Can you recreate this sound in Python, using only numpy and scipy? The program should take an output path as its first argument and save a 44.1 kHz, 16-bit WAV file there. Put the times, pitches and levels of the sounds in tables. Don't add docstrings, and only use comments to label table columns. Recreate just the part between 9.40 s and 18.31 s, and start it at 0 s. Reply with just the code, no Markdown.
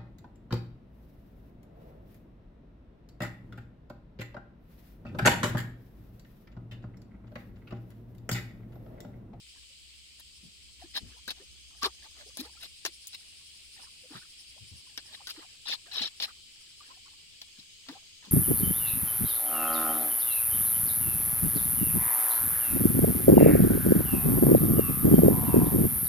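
import sys
import numpy as np
from scipy import signal
from scipy.fft import rfft, irfft, next_fast_len
from scipy.io import wavfile

SR = 44100
rng = np.random.default_rng(int(sys.argv[2]) if len(sys.argv) > 2 else 0)


def digitize_waveform(pressure):
    field = np.atleast_2d(pressure).T
    bounded = np.clip(field, -1, 1)
    quanta = np.round(bounded * 32767).astype(np.int16)
    wavfile.write(sys.argv[1], SR, quanta)


N = 392931
TIME = np.arange(N) / SR

# (frequency [Hz], gain [dB])
CHORUS_SPECTRUM = [(1200, -29), (1800, -18), (2350, -4.5), (3050, -2), (3650, -4), (4300, -2.5),
                   (4950, -1.5), (5900, -12), (7100, -10), (8100, -6.5), (9200, -14), (10300, -20.5),
                   (12500, -23), (15500, -26.5)]
# (time [s], base level [dB])
CHORUS_SWELL = [(0.0, -57.5), (0.79, -58), (2.38, -58.5), (2.6, -57), (3.79, -56), (8.9, -57)]
# (time [s], level [dB], centre [Hz])
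NEAR_BUZZ = [(0, -63.5, 8140), (1.3, -67.5, 8040), (2.8, -66, 8240), (3.8, -62, 8910), (5.2, -64.5, 8670),
             (6.1, -62, 7900), (7.3, -66.5, 7900), (8.9, -73, 8100)]
# (pitch [Hz], width [Hz], level [dB])
SOLO_VOICES = [(3016, 95, -67), (3267, 43, -69), (4710, 93, -73)]
# (time [s], chirp rate [1/s], relative level [dB])
CRICKET_SONG = [(0, 10, -7.5), (3, 12.3, 3.5), (4.8, 10.4, 5.5), (6.4, 10.8, -1), (7.6, 11.9, 1.5),
                (8.9, 11.3, -14)]
# (frequency [Hz], width [Hz], gain [dB])
WING_MODES = [(5150, 800, 0), (9350, 1200, -4.5), (12000, 5000, -22)]
# (frequency [Hz], gain [dB])
TOWN_SPECTRUM = [(20, -2), (42, -11.5), (64, -3.5), (85, -1), (125, -7.5), (220, -12), (380, -15),
                 (550, -23.5), (800, -45.5), (1300, -22.5), (2500, -67)]
# (time [s], rumble gain [dB], drone gain [dB])
TOWN_SWELL = [(0, -2, 0.5), (1.3, 0.5, 5.5), (2.8, -0.5, 5), (3.6, -0.5, -1), (8.9, -0.5, -15.5)]
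# (frequency [Hz], gain [dB])
MUD_SPECTRUM = [(110, 4), (260, 5), (420, 1.5), (600, 0.5), (1050, 3), (1400, 1), (1750, 7.5), (2300, -1),
                (3500, -32)]
STALK_SPECTRUM = [(1300, -36), (2000, -16), (2700, -4.5), (3300, -3.5), (4000, 4), (4700, -3.5), (5300, -3),
                  (6100, -21.5), (8000, -38)]
LEAF_SPECTRUM = [(4500, -29), (6200, -1), (7800, -9), (9000, -9), (10000, -4), (11500, -2), (13000, -9),
                 (15500, -7.5)]
# (time of peak [s], length [s], stalks [dB], mud [dB], leaves [dB])
SICKLE_PULLS = [(0.803, 0.029, -57.5, -64.5, -57), (1.574, 0.059, -34.5, -45.5, -47),
                (1.908, 0.044, -39, -50, -51.5), (2.455, 0.067, -33.5, -48.5, -46.5),
                (3.003, 0.046, -42, -55, -47.5), (3.246, 0.068, -46.5, -56, -55.5),
                (3.748, 0.037, -44, -62, -56), (5.748, 0.034, -46.5, -56, -63.5),
                (5.908, 0.049, -41.5, -55, -50.5), (6.322, .11, -34, -47, -51.5),
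                (6.627, 0.18, -33.5, -46, -52.5), (6.841, 0.054, -33.5, -45.5, -47),
                (8.197, 0.033, -53.5, -75, -68)]
# (time [s], level [dB], length [s], centre [Hz])
GROUND_THUDS = [(1.026, -54.5, 0.063, 158), (1.598, -54.5, 0.089, 217), (1.622, -47.5, .051, 65),
                (4.747, -46, .03, 157), (5.203, -53, 0.065, 108), (5.311, -49, 0.053, 93),
                (6.603, -44.5, 0.031, 188), (8.183, -56, 0.023, 195), (8.494, -63, .064, 185),
                (8.867, -52.5, 0.045, 209)]
# (start [s], end [s], level at the end [dB], pitch [Hz])
WHINE_CALLS = [(1.302, 2.897, -63.5, 6320), (7.953, 8.95, -64, 6500)]
# (time of peak [s], length [s], mud level [dB])
MUD_SLOSHES = [(1.429, 0.077, -66.5), (1.718, 0.13, -69.5), (1.995, 0.057, -66.5), (2.655, 0.061, -61),
               (2.805, 0.094, -61.5), (3.053, 0.074, -57.5), (4.42, .12, -64), (4.762, 0.099, -55.5),
               (5.72, 0.14, -65.5), (5.997, 0.12, -60.5), (6.472, .025, -60), (6.882, 0.083, -60.5),
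               (7.491, .18, -67), (8.528, 0.11, -61.5), (8.857, 0.06, -61)]
# (time [s], level [dB], pitch [Hz])
LARGE_POCKETS = [(1.415, -48.5, 694), (1.436, -44, 328), (1.762, -53, 960), (1.998, -46, 383),
                 (2.420, -25, 1189), (2.440, -25, 1076), (2.452, -30.5, 408), (2.859, -50, 432),
                 (2.990, -34, 249.4), (3.166, -53, 1330), (3.475, -47.5, 357), (4.385, -54, 765),
                 (4.633, -52, 503), (4.704, -43, 288), (4.746, -42, 1270), (5.162, -55, 592),
                 (5.799, -48.5, 805), (5.866, -41, 1490), (5.975, -44.5, 317), (6.008, -48, 1120),
                 (6.877, -45, 1300), (7.402, -48.5, 1190), (7.498, -44, 1004), (7.656, -52, 1085),
                 (8.489, -37.5, 271), (8.551, -45, 770)]
# (time [s], level [dB], ring [Hz], mud [dB], leaves [dB])
STALK_SNAPS = [(1.552, -32, 3500, -44, -58), (1.878, -28.5, 4100, -35.5, -42),
               (1.905, -22, 3870, -44.5, -48), (2.431, -16.5, 4880, -35, -43), (2.447, -17, 4200, -40, -40),
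               (2.971, -34, 3930, -44.5, -36.5), (3.451, -16.5, 5250, -32, -34),
               (3.462, -19.5, 5750, -43, -39), (3.670, -34, 6160, -68, -38), (5.576, -22.5, 4600, -42, -66),
               (5.871, -26, 4700, -50, -48), (6.800, -18, 3900, -41, -57), (6.824, -17, 4000, -57, -57),
               (8.016, -30, 4520, -55, -54), (8.486, -29.5, 4070, -41.5, -61)]


def undb(db):
    return 10 ** (np.asarray(db) / 20)


def unit(x):
    return x / np.sqrt(np.mean(x ** 2) + 1e-20)


def curves(table):
    times, *columns = np.transpose(table)
    return [np.interp(TIME, times, column) for column in columns]


def pan(db):
    return undb(np.array([[db], [-db]]) / 2)


def colour(x, spectrum):
    hz, db = np.transpose(spectrum)
    size = next_fast_len(x.shape[-1])
    bins_hz = np.maximum(np.fft.rfftfreq(size, 1 / SR), 1)
    gain = undb(np.interp(np.log(bins_hz), np.log(hz), db))
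    return irfft(rfft(x, size) * gain, size)[..., :x.shape[-1]]


def low_cut(x, hz, order=1):
    return signal.sosfilt(signal.butter(order, hz, "high", fs=SR, output="sos"), x)


def resonate(x, hz, width_hz):
    b, a = signal.iirpeak(hz, hz / width_hz, SR)
    return signal.lfilter(b, a, signal.lfilter(b, a, x))


def wander(rate_hz):
    steps = rng.standard_normal(2048)
    return np.interp(TIME * rate_hz, np.arange(len(steps)), steps)


def narrow_noise(hz, width_hz):
    lowpass = signal.butter(2, width_hz / 2, fs=SR, output="sos")
    slow = signal.sosfilt(lowpass, rng.standard_normal((2, 2, N)))
    carrier = np.exp(2j * np.pi * np.cumsum(hz) / SR)
    return unit(np.real((slow[0] + 1j * slow[1]) * carrier))


def grains(per_s, spread_db, band_hz, q, pitches=16):
    sizes = undb(spread_db * np.minimum(rng.exponential(size=N), 4))
    breaks = (rng.random(N) < per_s / SR) * sizes * rng.choice([-1, 1], N)
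    pitch = rng.integers(pitches, size=N)
    return sum(signal.lfilter(*signal.iirpeak(hz, q, SR), breaks * (pitch == k))
               for k, hz in enumerate(np.geomspace(*band_hz, pitches)))


def add(out, s, sound):
    start = max(int(s * SR), 0)
    part = sound[..., :max(N - start, 0)]
    out[..., start:start + part.shape[-1]] += part


def cicada_chorus(boost_db=2.5, flutter_db=1.6, bands=9):
    size = next_fast_len(N)
    spectrum = rfft(unit(colour(rng.standard_normal((2, N)), CHORUS_SPECTRUM)), size)
    hz = np.fft.rfftfreq(size, 1 / SR)
    centres_hz = np.linspace(2300, 6100, bands)
    voices = 0
    for k, centre in enumerate(centres_hz):
        band = irfft(spectrum * np.interp(hz, centres_hz, np.eye(bands)[k]), size)[:, :N]
        side_db = np.interp(centre, [2800, 4000, 6000], [-1.2, 3.2, 2.0])
        flutter = undb(flutter_db * wander(30) * (k < bands - 1))
        voices += band * pan(side_db) * flutter
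    swell_db, = curves(CHORUS_SWELL)
    return undb(swell_db + boost_db) * voices


def near_cicada(tymbal_hz=93.5, depth=0.6):
    db, hz = curves(NEAR_BUZZ)
    pulse_hz = tymbal_hz * (1 + 0.002 * wander(3.3))
    pulse = 1 + depth * np.sin(2 * np.pi * np.cumsum(pulse_hz) / SR)
    buzz = narrow_noise(hz, 1800) + 0.5 * narrow_noise(hz, 140)
    return undb(db) * unit(pulse * buzz)


def solo_cicadas():
    return sum(undb(db + 1.8 * wander(3)) * narrow_noise(hz * (1 + 0.012 * wander(7)), width_hz)
               for hz, width_hz, db in SOLO_VOICES)


def bush_cricket(db=-64.5):
    rate_hz, effort_db = curves(CRICKET_SONG)
    strokes = np.cos(np.pi * np.cumsum(rate_hz) / SR) ** 2
    rasp = rng.standard_normal((2, N))
    wings = sum(undb(mode_db) * resonate(rasp, hz, width_hz) for hz, width_hz, mode_db in WING_MODES)
    return undb(db + effort_db + 3.2 * wander(9)) * unit(wings * strokes) * pan(0.6)


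def far_town(rumble_db=-68, drone_db=-67, drone_hz=63):
    rumble_swell_db, drone_swell_db = curves(TOWN_SWELL)
    rumble_gain = undb(rumble_db + rumble_swell_db + 0.92 * wander(3.3))
    rumble = rumble_gain * unit(colour(rng.standard_normal((2, N)), TOWN_SPECTRUM))
    drone = undb(drone_db + drone_swell_db) * narrow_noise(np.full(N, drone_hz), 12)
    return (rumble + drone) * pan(2.8)


def ditch(sound, pan_db, scatter_db=4.5, scatter_s=0.0038, lag_s=0.00012, sway_hz=12):
    t = TIME[:SR // 50]
    sound = np.pad(sound, (0, len(t)))
    age = np.arange(len(sound)) / SR
    direct = np.array([sound, np.interp(age - lag_s, age, sound)])
    paths = unit(rng.standard_normal((2, 2, len(t))) * np.exp(-t / scatter_s)) / np.sqrt(len(t))
    paths = low_cut(paths, 900)
    one, other = (signal.fftconvolve(direct, path, axes=-1)[:, :len(sound)] for path in paths)
    sway = 2 * np.pi * sway_hz * age
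    heard = direct + undb(scatter_db) * (np.cos(sway) * one + np.sin(sway) * other)
    return heard * np.std(sound) / np.std(heard, axis=1, keepdims=True) * pan(pan_db)


def mud_froth(rest_db=-85.5, stir_db=-22, settle_s=0.27, flicker_db=5.5):
    stir = sum(undb(db + stir_db) * np.exp(-np.abs(TIME - s) / settle_s) for s, _, db in MUD_SLOSHES)
    bubbles = unit(colour(grains(per_s=260, spread_db=2.5, band_hz=(280, 1900), q=15), MUD_SPECTRUM))
    flicker = undb(flicker_db * wander(14))
    return ditch(bubbles * (undb(rest_db) + stir) * flicker, pan_db=1.5)[:, :N]


def work_textures():
    mud = colour(grains(per_s=1400, spread_db=3.4, band_hz=(223, 2008), q=7.6), MUD_SPECTRUM)
    stalks = colour(grains(per_s=5000, spread_db=3.2, band_hz=(1900, 6200), q=11), STALK_SPECTRUM)
    leaves = colour(grains(per_s=1800, spread_db=5.2, band_hz=(5800, 15500), q=6), LEAF_SPECTRUM)
    return np.array([mud, stalks, leaves]) * undb(1.5 * wander(160))


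def tear(textures, envelope, levels_db):
    first = int(rng.random() * (N - SR))
    return sum(undb(db) * unit(texture[first:first + len(envelope)] * envelope)
               for db, texture in zip(levels_db, textures))


def pull(peak_s, length_s, rise_share=0.63, grip=0.1, level_off_s=0.11):
    tension = np.interp(np.linspace(0, 1, int(length_s * SR)), [0, rise_share, 1], [grip, 1, 0])
    return peak_s - rise_share * length_s, np.tanh(tension * length_s / level_off_s)


def sickle_cuts(textures):
    out = np.zeros((2, N))
    mud, stalks, leaves = textures
    surface = low_cut(mud, 550)
    for s, length_s, stalks_db, mud_db, leaves_db in SICKLE_PULLS:
        start, envelope = pull(s, length_s)
        cut = tear((surface, stalks, leaves), envelope, (mud_db, stalks_db, leaves_db))
        add(out, start, ditch(cut, pan_db=3.5))
    return out


def thuds(stereo_spread=1.3):
    out = np.zeros((2, N))
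    for s, db, length_s, hz in GROUND_THUDS:
        age = TIME[:SR // 4] / length_s
        envelope = age * np.exp(-3 * age)
        push = rng.standard_normal(len(age)) + stereo_spread * rng.standard_normal((2, len(age)))
        earth = unit(resonate(push, hz, 0.64 * hz) * envelope)
        crest = envelope.max() / np.sqrt(np.mean(envelope ** 2))
        add(out, s, undb(db) * earth / crest)
    return out * pan(4.7)


def whining_cicada(swell_db_per_s=4.5, fade_s=0.15):
    out = 0
    for start, end, db, hz in WHINE_CALLS:
        gate = np.interp(TIME, [start, start + fade_s, end, end + fade_s], [0, 1, 1, 0])
        swell_db = swell_db_per_s * np.minimum(TIME - end, 0)
        out += gate * undb(db + swell_db) * narrow_noise(hz * (1 + 0.003 * wander(8)), 300)
    return out


def sloshes(textures, stalks_db=2.5, leaves_db=-8):
    out = np.zeros((2, N))
    for s, length_s, db in MUD_SLOSHES:
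        start, envelope = pull(s, length_s)
        slosh = tear(textures, envelope, (db, db + stalks_db, db + leaves_db))
        add(out, start, ditch(slosh, pan_db=1))
    return out


def small_pockets(per_slosh=2, over_mud_db=7.5, strays=14, stray_db=-66, band_hz=(446, 1788)):
    freed = [(s + length_s * rng.uniform(-0.56, 0.56), db + over_mud_db, rng.uniform(*band_hz))
             for s, length_s, db in MUD_SLOSHES for _ in range(per_slosh)]
    rising = [(rng.uniform(0, N / SR), stray_db, rng.uniform(*band_hz)) for _ in range(strays)]
    return freed + rising


def squelches(swell_s=0.008, glide=0.06, froth_db=-9, froth_s=0.014):
    out, t = np.zeros((2, N)), TIME[:SR // 8]
    bubbles = grains(per_s=1300, spread_db=6.3, band_hz=(193.7, 2336), q=9.9)
    froth_envelope = (t / froth_s * np.exp(1 - t / froth_s)) ** 2
    for s, db, hz in LARGE_POCKETS + small_pockets():
        age = t / (swell_s * (1000 / hz) ** 0.039)
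        rising_hz = hz * (1 + glide * np.tanh(age - 1))
        pocket = (age * np.exp(1 - age)) ** 2 * np.sin(2 * np.pi * np.cumsum(rising_hz) / SR)
        first = rng.integers(N - len(t))
        froth = unit(resonate(bubbles[first:first + len(t)], hz, 0.64 * hz)) * froth_envelope
        squelch = undb(db) * (pocket + undb(froth_db) * froth) / np.sqrt(2)
        add(out, s, ditch(squelch, pan_db=1.7))
    return out


def stalk_snaps(textures, burst_s=0.0011, width_hz=2000, crack_db=-21, fibres_db=-12.5, fibres_s=0.0092):
    out, t = np.zeros((2, N)), TIME[:SR // 20]
    dying = np.exp(-t / fibres_s)
    for s, db, hz, mud_db, leaves_db in STALK_SNAPS:
        burst = rng.standard_normal(len(t)) * np.exp(-t / burst_s)
        crack = low_cut(burst, 1200, order=2)
        snap = resonate(burst, hz, width_hz) + undb(crack_db) * crack
        snap *= undb(db) / np.abs(snap).max()
        fibres = tear(textures, dying, (mud_db, db + fibres_db, leaves_db)) * np.sqrt(np.mean(dying ** 2))
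        add(out, s, ditch(snap + fibres, pan_db=4, scatter_db=-0.5))
    return out


def open_field(work, echo_db=-29, decay_s=0.014):
    t = TIME[:SR // 4]
    echo = unit(rng.standard_normal((2, len(t))) * np.exp(-t / decay_s)) / np.sqrt(len(t))
    return work + undb(echo_db) * signal.fftconvolve(work, echo, axes=-1)[:, :N]


def scene():
    ambience = cicada_chorus() + near_cicada() + solo_cicadas() + bush_cricket() + far_town()
    textures = work_textures()
    work = mud_froth() + sickle_cuts(textures) + thuds()
    work += sloshes(textures) + squelches() + stalk_snaps(textures)
    return ambience + whining_cicada() + open_field(work)


def record(dry):
    return signal.sosfilt(signal.ellip(10, 0.2, 70, 15900, fs=SR, output="sos"), dry)


dry = scene()
out = record(dry)
digitize_waveform(out)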